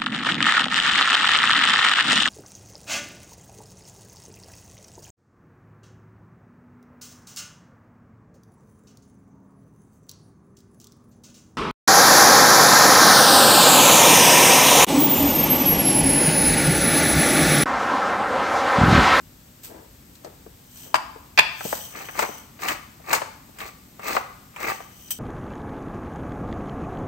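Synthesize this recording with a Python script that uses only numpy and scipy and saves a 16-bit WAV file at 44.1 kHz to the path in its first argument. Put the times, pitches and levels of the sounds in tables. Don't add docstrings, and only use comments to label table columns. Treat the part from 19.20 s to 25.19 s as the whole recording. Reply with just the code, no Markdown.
import sys
import numpy as np
from scipy import signal
from scipy.fft import rfft, irfft, next_fast_len
from scipy.io import wavfile

SR = 44100
rng = np.random.default_rng(int(sys.argv[2]) if len(sys.argv) > 2 else 0)


def master(y):
    cut = np.clip(np.atleast_2d(y).T, -1, 1)
    pcm = np.round(cut * 32767)
    wavfile.write(sys.argv[1], SR, pcm.astype(np.int16))


N = 264138
PADDED = next_fast_len(N + SR)
HZ = np.maximum(np.fft.rfftfreq(PADDED, 1 / SR), 1)

# f/Hz, relative level/dB
FLOOR_COLOUR = [(25, -27), (45, -3), (120, -5), (260, -7), (400, -17.5), (800, -21.5), (2500, -25.5),
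                (6000, -26.5), (10000, -24), (14000, -25), (16000, -22)]
# full from t/s, hold/s, level/dB, rise/(dB/s)
RUSTLE_MOVES = [(.44, 0.009, -34, 1500), (1.57, .1, -44, 196), (2.455, 0.11, -32, 214.5),
                (2.63, 0.088, -46.5, 196)]
# full from t/s, hold/s, level/dB
SHUFFLE_MOVES = [(.5, 0.0044, -44.5), (0.556, 0.016, -43.5), (1.05, .01, -45), (1.669, 0.0042, -47)]
# f/Hz, relative level/dB
RUSTLE_COLOUR = [(1500, -28.5), (3000, -27), (6000, -26), (8500, -19), (11000, -24), (13500, -21),
                 (16000, -20.5)]
SHUFFLE_COLOUR = [(120, -41), (300, 3), (700, 0.5), (1400, -10.5), (2200, -17), (5000, -36)]
# t/s, body peak level/dB, body f/Hz, treble peak re body/dB
CRACK_EVENTS = [(0.545, -35, 405, -22), (0.953, -46.5, 2930, 9.5), (1.046, -27, 500, -4),
                (1.262, -33, 380, -22), (1.959, -33, 444, -28), (2.407, -19.5, 905, -27),
                (2.451, -19, 337, -10), (2.527, -13, 790, -39), (2.887, -22, 1090, -33),
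                (2.991, -9, 1060, -4), (3.027, -11.5, 910, -25), (3.089, -26.5, 367, -18),
                (3.391, -34, 1390, -28), (3.419, -27, 2220, 0), (3.484, -9.5, 1990, -2),
                (3.513, -34, 1290, -23), (3.798, -40.5, 437, -14), (3.93, -6, 1400, 1.5),
                (3.95, -20, 835, 8.5), (4.018, -17, 870, -27), (4.293, -40.5, 323, -5),
                (4.386, -29.5, 2000, 2), (4.403, -24.5, 2100, -6), (4.794, -26.5, 940, -11),
                (4.95, -18, 770, -24), (4.966, -7.5, 915, -34), (5.362, -24, 1400, -9),
                (5.604, -28, 730, -24), (5.884, -44, 3000, 5)]
# full from t/s, hold/s, level before TICK_GAIN_DB/dB
RATTLE_MOVES = [(1.58, 0.095, -51.5), (2.45, .2, -41.5), (2.85, 0.33, -48.5), (5.55, 0.085, -59.5),
                (5.795, 0.18, -52.5)]
# t/s, noise level before the glass/dB, t60/s
HEAP_DROP = (5.906, -13.5, 0.099)
# f/Hz, width/Hz, gain/dB
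GLASS_MODES = [(3070, 150, -1), (6050, 230, 0), (8100, 250, -5), (10150, 200, 3), (12100, 250, -6),
               (13200, 300, -6), (15400, 250, 0)]
# t/s, level before CAP_GAIN_DB and the modes/dB
CAP_OFF_TOUCHES = [(1.743, -13.5), (1.749, -18), (1.755, -15.5), (1.762, -21.5)]
CAP_DOWN_TOUCHES = [(2.176, -6), (2.181, -10), (2.188, -0.5), (2.193, 0.5), (2.206, -11)]
# f/Hz, width/Hz, gain/dB
CAP_OFF_BODY = [(630, 100, 0.5), (966, 200, 4), (1280, 110, 0.5), (1600, 350, 1.5), (2590, 450, -7),
                (4720, 450, -11.5), (7600, 2900, -19.5)]
CAP_DOWN_BODY = [(126, 88, -13.5), (865, 370, -5), (1770, 200, -3), (2200, 210, -1), (2480, 150, 1.5),
                 (2650, 81, 1.5), (3540, 240, -6.5), (4730, 400, -16), (7460, 2300, -49.5)]
# full force from t/s, hold/s, crushing level/dB, fine grit re crushing/dB
TWIST_MOVES = [(2.761, 0.087, -39, -0.5), (2.996, 0.033, -26.5, 2), (3.442, 0.082, -28.5, 1),
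               (3.916, 0.044, -25.5, 1), (4.407, .065, -39, 3.5), (4.867, 0.098, -29, 0.5),
               (5.426, 0.091, -28, -1)]
# f/Hz, width/Hz, gain/dB
MILL_MODES = [(320, 330, 2.5), (767, 18, 8.5), (1180, 69, 8.5), (1834, 45, -1), (2170, 130, 4.5),
              (2590, 65, -0.5)]
# f/Hz, relative level/dB
BURR_COLOUR = [(120, -13), (350, -6), (800, -1), (2700, -2.5), (3300, -36.5), (6000, -35)]
GRIT_COLOUR = [(2500, -7.5), (4400, 1), (5300, -3.5), (6200, -2), (8300, -2.5), (10500, -8.5), (13600, -7),
               (16000, 6.5)]
# f/Hz, t60/s
ROOM_T60 = [(125, 1), (250, 0.6), (500, 0.49), (1000, 0.71), (2000, 0.6), (4000, 0.64), (8000, 0.47),
            (16000, 0.24)]
# f/Hz, level/dB
STEREO_WIDTH = [(40, -36.5), (300, -10.5), (700, -1.5), (6000, -4.5), (7200, -4), (8000, -12), (9000, 4.5),
                (9400, 40), (10900, 17), (11500, -0.5), (12200, 6.5), (13800, -38.5), (14800, 3.5)]
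# f/Hz, share/1
LEFT_LEAN = [(40, .1), (300, .15), (700, 0.19), (5000, 0.48), (8000, 0.02), (16000, 0.01)]

FLOOR_DB = -48.5
RUSTLE_FALL_DB_PER_S = 296
SHUFFLE_RISE_DB_PER_S, SHUFFLE_FALL_DB_PER_S = 499.5, 179
CRACK_T60_S = 0.051
RATTLE_RISE_DB_PER_S, RATTLE_FALL_DB_PER_S = 125, 176
SETTLE_DB, SETTLE_FALL_DB_PER_S = -18.5, 150
TICK_GAIN_DB, CAP_GAIN_DB = 14.0, 13.5
TWIST_RISE_DB_PER_S, TWIST_FALL_DB_PER_S = 373, 403
GRIT_RISE_DB_PER_S, GRIT_FALL_DB_PER_S = 412, 453
KITCHEN_DB, FIRST_ECHO_S = -11.5, 0.0009
CUTOFF_HZ = 16250


def from_db(db):
    return 10 ** (np.asarray(db) / 20)


def rms_one(x):
    return x / np.sqrt(np.mean(x ** 2) + 1e-20)


def at_hz(points):
    hz, value = np.transpose(points)
    return np.interp(np.log(HZ), np.log(hz), value)


def colour(x, gain):
    cepstrum = irfft(np.log(gain + 1e-6), PADDED)
    cepstrum[1:PADDED // 2] *= 2
    cepstrum[PADDED // 2 + 1:] = 0
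    response = np.exp(rfft(cepstrum))
    return irfft(rfft(x, PADDED) * response, PADDED)[..., :N]


def resonances(modes):
    power = 0
    for hz, width_hz, gain_db in modes:
        detuning = (HZ - hz ** 2 / HZ) / width_hz
        power = power + from_db(2 * gain_db) / (1 + detuning ** 2)
    return np.sqrt(power)


def grains(per_s, spread_db):
    sizes = from_db(spread_db * np.minimum(rng.exponential(1, N), 4))
    signs = rng.choice([-1, 1], N)
    hits = rng.random(N) < per_s / SR
    return rms_one(sizes * signs * hits)


def crunch(per_s, spread_db, t60_s):
    decay = from_db(-60 / (t60_s * SR))
    envelope = signal.lfilter([1], [1, -decay], abs(grains(per_s, spread_db)))
    return rms_one(envelope * rng.standard_normal(N))


def swells(t_s, hold_s, level_db, rise_db_per_s, fall_db_per_s):
    t = np.arange(N)[:, None] / SR - t_s
    rise_db = rise_db_per_s * np.minimum(t, 0)
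    fall_db = fall_db_per_s * np.maximum(t - hold_s, 0)
    return from_db(level_db + rise_db - fall_db).sum(axis=1)


def dying_noise(t60_s):
    size = SR // 5
    return rng.standard_normal(size) * from_db(-60 * np.arange(size) / SR / t60_s)


def add_burst(out, t_s, burst):
    at = round(t_s * SR)
    out[at:at + len(burst)] += burst[:N - at]


def rumble_and_hiss():
    noise = rng.standard_normal((2, N))
    return from_db(FLOOR_DB) * rms_one(colour(noise, from_db(at_hz(FLOOR_COLOUR))))


def handling():
    bright = rms_one(colour(grains(per_s=2100, spread_db=3.0), from_db(at_hz(RUSTLE_COLOUR))))
    scrapes = crunch(per_s=430, spread_db=-1.5, t60_s=0.089)
    dull = rms_one(colour(scrapes, from_db(at_hz(SHUFFLE_COLOUR))))
    rustle = bright * swells(*np.transpose(RUSTLE_MOVES), RUSTLE_FALL_DB_PER_S)
    shuffle = dull * swells(*np.transpose(SHUFFLE_MOVES), SHUFFLE_RISE_DB_PER_S, SHUFFLE_FALL_DB_PER_S)
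    return rustle + shuffle


def cracks():
    out = np.zeros(N)
    snap = signal.butter(2, [3000, 11000], "band", fs=SR, output="sos")
    for t_s, peak_db, hz, treble_db in CRACK_EVENTS:
        noise = dying_noise(CRACK_T60_S)
        band = signal.butter(2, [hz / 2.04, hz * 1.605], "band", fs=SR, output="sos")
        body = signal.sosfilt(band, noise)
        top = signal.sosfilt(snap, noise)
        crack = body / abs(body).max() + from_db(treble_db) * top / abs(top).max()
        add_burst(out, t_s, from_db(peak_db) * crack)
    return out


def corns_on_glass():
    t_s, hold_s, crush_db, _ = np.transpose(TWIST_MOVES)
    tipped = swells(*np.transpose(RATTLE_MOVES), RATTLE_RISE_DB_PER_S, RATTLE_FALL_DB_PER_S)
    shaken = swells(t_s, hold_s, crush_db + SETTLE_DB, TWIST_RISE_DB_PER_S, SETTLE_FALL_DB_PER_S)
    ticks = grains(per_s=1000, spread_db=0.5) * (tipped + shaken) * from_db(TICK_GAIN_DB)
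    drop_s, drop_db, drop_t60_s = HEAP_DROP
    heap = np.zeros(N)
    add_burst(heap, drop_s, from_db(drop_db) * dying_noise(drop_t60_s))
    tones = resonances(GLASS_MODES)
    heap_gain = tones + from_db(-18.0) * (HZ > 500) + from_db(-9.5) * (HZ > 7500)
    return colour(ticks, tones + from_db(-41)) + colour(heap, heap_gain)


def cap(touch_table, modes, contact_t60_s):
    touches = np.zeros(N)
    for t_s, level_db in touch_table:
        add_burst(touches, t_s, from_db(level_db + CAP_GAIN_DB) * dying_noise(contact_t60_s))
    return colour(touches, resonances(modes))


def grinding():
    t_s, hold_s, crush_db, grit_db = np.transpose(TWIST_MOVES)
    coarse = crunch(per_s=1000, spread_db=3.0, t60_s=0.018)
    fine = crunch(per_s=1000, spread_db=3.2, t60_s=0.012)
    body = rms_one(colour(coarse, (resonances(MILL_MODES) + 0.71) * from_db(at_hz(BURR_COLOUR))))
    grit = rms_one(colour(fine, from_db(at_hz(GRIT_COLOUR))))
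    body_gain = swells(t_s, hold_s, crush_db, TWIST_RISE_DB_PER_S, TWIST_FALL_DB_PER_S)
    grit_gain = swells(t_s, hold_s, crush_db + grit_db, GRIT_RISE_DB_PER_S, GRIT_FALL_DB_PER_S)
    return body * body_gain + grit * grit_gain


def scattered(x):
    echoes = rms_one(dying_noise(0.04)) / np.sqrt(SR // 5)
    return signal.fftconvolve(x, echoes)[:N]


def kitchen(x):
    t = np.arange(SR * 4 // 5) / SR
    tails = np.zeros((2, len(t)))
    for hz, t60_s in ROOM_T60:
        edges_hz = [hz / np.sqrt(2), min(hz * np.sqrt(2), 0.45 * SR)]
        band = signal.butter(2, edges_hz, "band", fs=SR, output="sos")
        noise = signal.sosfilt(band, rng.standard_normal((2, len(t))))
        tails += noise * from_db(-60 * t / t60_s)
    tails = tails * (t > FIRST_ECHO_S) / np.sqrt(np.sum(tails ** 2, axis=1, keepdims=True))
    return from_db(KITCHEN_DB) * signal.fftconvolve(x[None], tails, axes=1)[:, :N]


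def scene():
    near = handling() + cracks() + corns_on_glass() + grinding()
    near += cap(CAP_OFF_TOUCHES, CAP_OFF_BODY, contact_t60_s=0.027)
    near += cap(CAP_DOWN_TOUCHES, CAP_DOWN_BODY, contact_t60_s=0.018)
    both, apart = np.array([near, scattered(near)]) + kitchen(near) + rumble_and_hiss()
    width = from_db(at_hz(STEREO_WIDTH))
    both = colour(both, 1 / np.hypot(1, width))
    apart = colour(apart, width / np.hypot(1, width))
    apart = apart + irfft(rfft(both, PADDED) * at_hz(LEFT_LEAN), PADDED)[:N]
    return np.array([both + apart, both - apart])


def record(dry):
    top_cut = signal.cheby2(20, 70, CUTOFF_HZ, fs=SR, output="sos")
    return signal.sosfilt(top_cut, np.clip(dry, -1, 1))


dry = scene()
out = record(dry)
master(out)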